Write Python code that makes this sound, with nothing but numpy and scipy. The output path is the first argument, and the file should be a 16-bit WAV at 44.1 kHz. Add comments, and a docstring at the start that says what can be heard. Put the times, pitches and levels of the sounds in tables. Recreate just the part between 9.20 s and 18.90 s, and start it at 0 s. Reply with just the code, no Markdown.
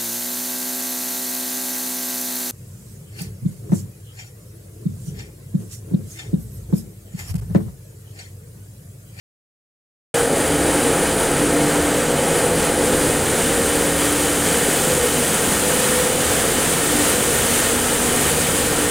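"""Ring spinning frames run in a big mill hall, heard by one microphone carried up the aisle and lifted
to the bobbins. Groups of spindles hum at nearly equal speeds and swell in the aisle's standing waves,
over whining motors, droning drives and suction fans. Drafting rollers whirr, travellers hiss round
their steel rings and yarn sizzles through its guides. The hiss grows brighter as the rings come near."""
import sys
import numpy as np
from scipy import signal
from scipy.fft import rfft, irfft, next_fast_len
from scipy.io import wavfile

SR = 44100
rng = np.random.default_rng(int(sys.argv[2]) if len(sys.argv) > 2 else 0)


def bounce(signal):
    """Save signal as a 16-bit WAV file at the path given by the first command-line argument."""
    frames = np.transpose(np.atleast_2d(signal))
    limited = np.clip(frames, -1, 1)
    pcm = np.round(limited * 32767).astype(np.int16)
    wavfile.write(sys.argv[1], SR, pcm)


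N = 427769
START_S = .94   # the microphone opens


def from_db(db):
    """Amplitude ratio of a level in decibels."""
    return np.exp(np.asarray(db) * (np.log(10) / 20))


def in_time(rows):
    """Linear interpolation of (seconds, value) points at every sample."""
    return np.interp(np.arange(N) / SR, *np.transpose(rows))


def crests(rows):
    """A sum of raised cosines. Each row: centre in seconds, length at half height in seconds, height."""
    t = np.linspace(0, N / SR, 2000)
    total = sum(height * np.cos(np.pi / 2 * np.clip((t - s) / length_s, -1, 1)) ** 2
                for s, length_s, height in rows)
    return np.interp(np.arange(N) / SR, t, total)


def drift(rate_hz):
    """Low-passed noise of unit power: a smooth random fluctuation, mostly slower than rate_hz."""
    step, settling = 100, 2000   # samples per step, steps for the filter to settle
    pole = np.exp(-2 * np.pi * rate_hz * step / SR)
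    white = rng.standard_normal(N // step + settling + 2)
    slow = signal.lfilter([1], [1, -2 * pole, pole * pole], white)[settling:]
    slow /= np.sqrt(np.mean(slow ** 2))
    return np.interp(np.arange(N) / step, np.arange(len(slow)), slow)


def machine_noise(colour=None, tones=()):
    """Incoherent sources add in power: a unit-power band, plus peaks from like parts almost in tune."""
    size = next_fast_len(N)
    hz = np.maximum(np.arange(size // 2 + 1) * SR / size, 1)
    power = np.zeros(len(hz))
    if colour is not None:
        points_hz, points_db = np.transpose(colour)
        power = from_db(np.interp(np.log(hz), np.log(points_hz), points_db)) ** 2
        power /= power.mean()
    for centre_hz, width_hz, level_db in tones:
        peak = 1 / (1 + 2 * ((hz - centre_hz) / width_hz) ** 2) ** 2
        power += from_db(level_db) ** 2 * peak / peak.mean()
    return irfft(rfft(rng.standard_normal(size)) * np.sqrt(power), size)[:N]


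def hum(pitch_hz, wander_hz):
    """Frequency modulation: a turning part sings at its speed, which wanders as the belts slip."""
    turns = np.cumsum(pitch_hz + wander_hz * drift(4)) / SR
    return np.sqrt(2) * np.sin(2 * np.pi * turns)


def spindles(waver_db=1.3):
    """Standing waves: each spindle or drive hum swells as the microphone crosses one of its antinodes."""
    # Spindle groups and main drives. Each row: part, pitch in Hz, wander in Hz.
    turning_parts = [("slow spindles", 293.2, 1.0), ("far spindles", 473, 3), ("middle spindles", 486, 4.5),
                     ("fast spindles", 501.5, 1.5), ("shaft", 148, 3), ("rollers", 205, 3),
                     ("belt", 244, .72), ("drum", 541, .72)]
    # Each entry: part, rms level between swells in dB.
    resting_db = {"slow spindles": -37.5, "far spindles": -44.5, "middle spindles": -38, "fast spindles":
                  -41.5, "shaft": -54, "rollers": -50, "belt": -40, "drum": -35.5}
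    # Antinode crossings. Each row: centre in seconds, length in seconds, part, peak in dB.
    antinodes = [(1.0, 0.13, "far spindles", -19), (1.48, 0.64, "slow spindles", -26),
                 (1.67, .12, "far spindles", -25.5), (2.2, 0.37, "middle spindles", -29.5),
                 (2.3, 0.47, "shaft", -33), (2.46, 0.7, "slow spindles", -22.5),
                 (2.847, 0.28, "middle spindles", -26), (3.05, 0.58, "drum", -31),
                 (3.1, .25, "far spindles", -26), (3.322, 0.39, "middle spindles", -25),
                 (3.7, .55, "slow spindles", -28), (3.75, .45, "fast spindles", -26),
                 (3.85, .35, "belt", -34), (4.7, .9, "drum", -33.5), (4.547, 0.31, "far spindles", -27),
                 (4.87, 1.05, "slow spindles", -27.5), (5.298, 0.43, "middle spindles", -31.5),
                 (5.72, 0.34, "fast spindles", -25.5), (5.825, 0.076, "middle spindles", -19.5),
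                 (6.55, .9, "rollers", -34), (6.78, 0.6, "fast spindles", -24),
                 (7.784, .26, "slow spindles", -24.5), (7.95, 0.21, "rollers", -35),
                 (8.05, 0.38, "middle spindles", -31), (8.6, 1.1, "belt", -33), (9.25, 0.61, "shaft", -33),
                 (9.503, 0.64, "slow spindles", -32)]
    out = np.zeros(N)
    for part, pitch_hz, wander_hz in turning_parts:
        swells = crests([(s, length_s, from_db(peak_db))
                         for s, length_s, name, peak_db in antinodes if name == part])
        level = np.hypot(from_db(resting_db[part]), swells)
        out += level * from_db(waver_db * drift(5.6)) * hum(pitch_hz, wander_hz)
    return out


def motors():
    """Multipath interference: hum and whine arrive from all over the hall, so each line beats and fades."""
    # Each row: frequency in Hz, width in Hz, rms level in dB.
    hums = [(48.6, 1, -45.5), (71.3, 2.5, -40), (166, 4, -46), (243, 4, -45), (471, 4, -37),
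            (585.4, 2, -48), (733.5, 2, -44.5), (826.3, 2, -51), (1169.5, 5, -50)]   # shafts, belts and farther frames
    whines = [(2490, 3, -49.5), (3030, 50, -42), (3734.7, 3, -57), (3859.8, 3, -53.5), (4001, 3, -57),
              (4139.8, 3, -51), (4208.4, 3, -55.5), (4780, 150, -44.8), (7998.2, 4, -45.5),
              (12784, 15, -57)]   # motors and their inverters
    return machine_noise(tones=hums) + machine_noise(tones=whines)


def floor_and_drives(fan_swing_db, thin_db=-4.5, fill_s=.14):
    """Vibrating surfaces radiate low noise: the floor rumbles and the drives drone."""
    # Each row: frequency in Hz, relative spectral density in dB.
    rumble_colour = [(6, -20), (14, -10), (40, -11.5), (60, -7), (80, -2.5), (110, -5), (160, -1.5),
                     (210, -3.5), (250, 0), (310, -17), (600, -41)]
    drone_colour = [(150, -25), (230, -12.5), (270, -7), (310, -6.5), (345, -2), (390, -3), (480, -4),
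                    (620, -21.5), (1200, -47)]
    cabinet_db = crests([(4.05, .93, 1)])   # the microphone passes the drive cabinet
    since_start = np.maximum(np.arange(N) / SR - START_S, 0)
    bass_db = cabinet_db + thin_db * np.exp(-since_start / fill_s)   # thin at first, soon filling in
    rumble = from_db(-28.5 + .015 * fan_swing_db + bass_db) * machine_noise(rumble_colour)
    drone = from_db(-27 + .36 * fan_swing_db + bass_db) * machine_noise(drone_colour)
    return rumble + drone


def suction_fans(fan_db, fan_swing_db, surge_db=.1):
    """Flow noise: a broad roar lies under the narrow tones of the fans and ducts."""
    # Each row: frequency in Hz, relative spectral density in dB.
    roar_colour = [(280, -30), (380, -13.5), (440, 3), (490, 0), (540, -7.5), (640, -5.5), (800, -5.5),
                   (880, -15), (1000, -20), (1500, -34)]
    # Each row: frequency in Hz, width in Hz, level in dB relative to fan_db.
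    fan_tones = [(146, 6, -14.5), (163, 7, -12.5), (255.5, 4, -17), (285.3, 2, -11), (522, 22, -9),
                 (558, 12, -12), (606, 8, -16), (678, 17, -11.5), (795, 22, -17), (826.3, 2, -18),
                 (845, 14, -17), (921, 10, -16.5), (1310, 35, -21), (1465, 30, -21)]
    roar = from_db(-27.5 + .16 * fan_swing_db + surge_db * drift(1.7)) * machine_noise(roar_colour)
    return roar + from_db(fan_db) * machine_noise(tones=fan_tones)


def hall():
    """Level falls with distance: the end-stock fans are left behind; the low noises follow in part."""
    # Each row: time in seconds, fan level in dB.
    fan_level = [(.95, -21), (2.2, -23.5), (3.25, -22.5), (4.3, -27), (6, -29.5), (9.7, -32.5)]
    fan_db = in_time(fan_level)
    swing_db = fan_db - fan_db.mean()
    return floor_and_drives(swing_db) + suction_fans(fan_db, swing_db)


def rollers(near_db):
    """Rotation noise: drafting rollers whirr in a broad band, with tones from their gears and drives."""
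    # Each row: frequency in Hz, relative spectral density in dB.
    whirr_colour = [(550, -42), (850, 0), (1000, -0.5), (1120, -0.5), (1350, 1.5), (1650, 1), (2000, -2),
                    (2400, -4), (2900, -12), (4200, -22), (8000, -36)]
    # Each row: frequency in Hz, width in Hz, level in dB relative to the whirr.
    gear_tones = [(1220, 12, -24), (1590, 20, -23), (1722, 20, -21), (2065, 25, -23), (2202, 10, -22)]
    return from_db(-27 + .036 * near_db) * panel_echoes(machine_noise(whirr_colour, gear_tones))


def panel_echoes(x, echo_db=-26, count=8):
    """Comb filtering: short echoes off the floor and steel covers interfere with the direct sound."""
    lags = (rng.uniform(.003, .025, count) * SR).astype(int)
    return x + from_db(echo_db) * sum(np.pad(x, (lag, 0))[:N] for lag in lags)


def travellers(near_db):
    """Friction excites resonance: travellers hiss and rub on their steel rings and make them sing."""
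    # Each row: frequency in Hz, relative spectral density in dB.
    hiss_colour = [(1700, -16), (2600, -5), (3350, -3), (3800, -6), (4400, -7.5), (5600, -8.5), (6300, -4),
                   (7200, -2), (8200, -0.5), (9000, -2), (10000, -6), (11500, -40)]
    rub_colour = [(6500, -36), (8000, -14), (8700, -1.5), (9100, -1), (9600, 4), (10000, -2.5),
                  (10300, -16), (11500, -40)]
    # Each row: frequency in Hz, width in Hz, level in dB relative to the hiss or to the song.
    bearing_whistles = [(1840, 32, -15), (2950, 50, -22), (3035, 35, -22), (7240, 28, -23), (7480, 30, -25),
                        (7970, 60, -18.5), (8090, 40, -22), (8208, 48, -14.5), (8450, 20, -20.5)]
    ring_modes = [(9195, 62, -7.2), (9315, 30, -17), (9560, 90, -16), (9780, 65, -9.5), (9828, 42, -9),
                  (10048, 38, -16)]
    shade_db = crests([(2.74, .55, -5)])   # the microphone swings away from the rings
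    ring_db = .1 * near_db + shade_db
    hiss = from_db(-25 + .63 * near_db) * machine_noise(hiss_colour, bearing_whistles)
    rub = from_db(-30.5 + ring_db) * machine_noise(rub_colour)
    song = from_db(-28.5 + ring_db) * machine_noise(tones=ring_modes)
    return hiss + rub + song


def yarn(sizzle_db):
    """Friction noise: yarn whips through its guides with a high sizzle."""
    # Each row: frequency in Hz, relative spectral density in dB.
    sizzle_colour = [(7000, -27), (10200, 2.5), (11200, -.5), (12500, -0.5), (13100, 1), (13500, 5.5),
                     (13900, 2), (14700, 0.5), (15700, -4), (18000, -7.5)]
    return from_db(sizzle_db) * machine_noise(sizzle_colour)


def frame(flutter_db=.44, chatter_db=.3):
    """Amplitude modulation: the level of the whirr, hiss and sizzle dips and lifts briefly, all at once."""
    # Nearness of the rings and yarn guides. Each row: time in seconds, sizzle level in dB.
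    nearness = [(.95, -35.5), (2.0, -36), (2.8, -36), (3.7, -33.5), (4.4, -32.5), (5.7, -29.5),
                (7.0, -29.5), (8.3, -28.5), (9.7, -30.5)]
    # Each row: centre in seconds, length in seconds, level change in dB.
    dips_and_lifts = [(0.977, 0.092, 1), (1.098, 0.11, -3.5), (1.38, .14, -0.7), (1.68, .2, 0.7),
                      (1.956, 0.062, -1.5), (2.12, .14, 0), (2.613, 0.11, 0.5), (2.91, 0.11, -1.8),
                      (3.33, .08, -2.5), (3.45, 0.1, 1), (3.57, 0.091, -2), (4.0, 0.15, -0.7),
                      (5.16, 0.1, -1), (5.875, 0.11, -1.6), (6.944, 0.095, -2), (7.08, 0.14, 0.6),
                      (7.326, 0.13, -1), (7.84, 0.15, 1), (8.37, 0.12, 1), (8.6, 0.17, -1.5),
                      (9.05, .14, 1.5)]
    sizzle_db = in_time(nearness)
    near_db = sizzle_db - sizzle_db.mean()
    flutter = from_db(flutter_db * drift(7.2))   # uneven yarn tension
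    chatter = from_db(chatter_db * drift(150))   # travellers skip on the rings
    whirr = rollers(near_db)
    treble = chatter * (travellers(near_db) + yarn(sizzle_db))
    return from_db(crests(dips_and_lifts)) * flutter * (whirr + treble)


def scene():
    """Superposition: all sources add at one microphone, which feeds both channels."""
    mill = spindles() + motors() + hall() + frame()
    return np.array([mill, mill])


def record(dry, opening_s=.004, cutoff_hz=15800):
    """Gating and band limiting: the microphone opens abruptly, and a steep low-pass cuts the top."""
    opened = np.clip((np.arange(N) / SR - START_S) / opening_s, 0, 1)
    low_pass = signal.ellip(12, .1, 90, cutoff_hz, fs=SR, output="sos")
    return signal.sosfilt(low_pass, dry * opened)


dry = scene()
out = record(dry)
bounce(out)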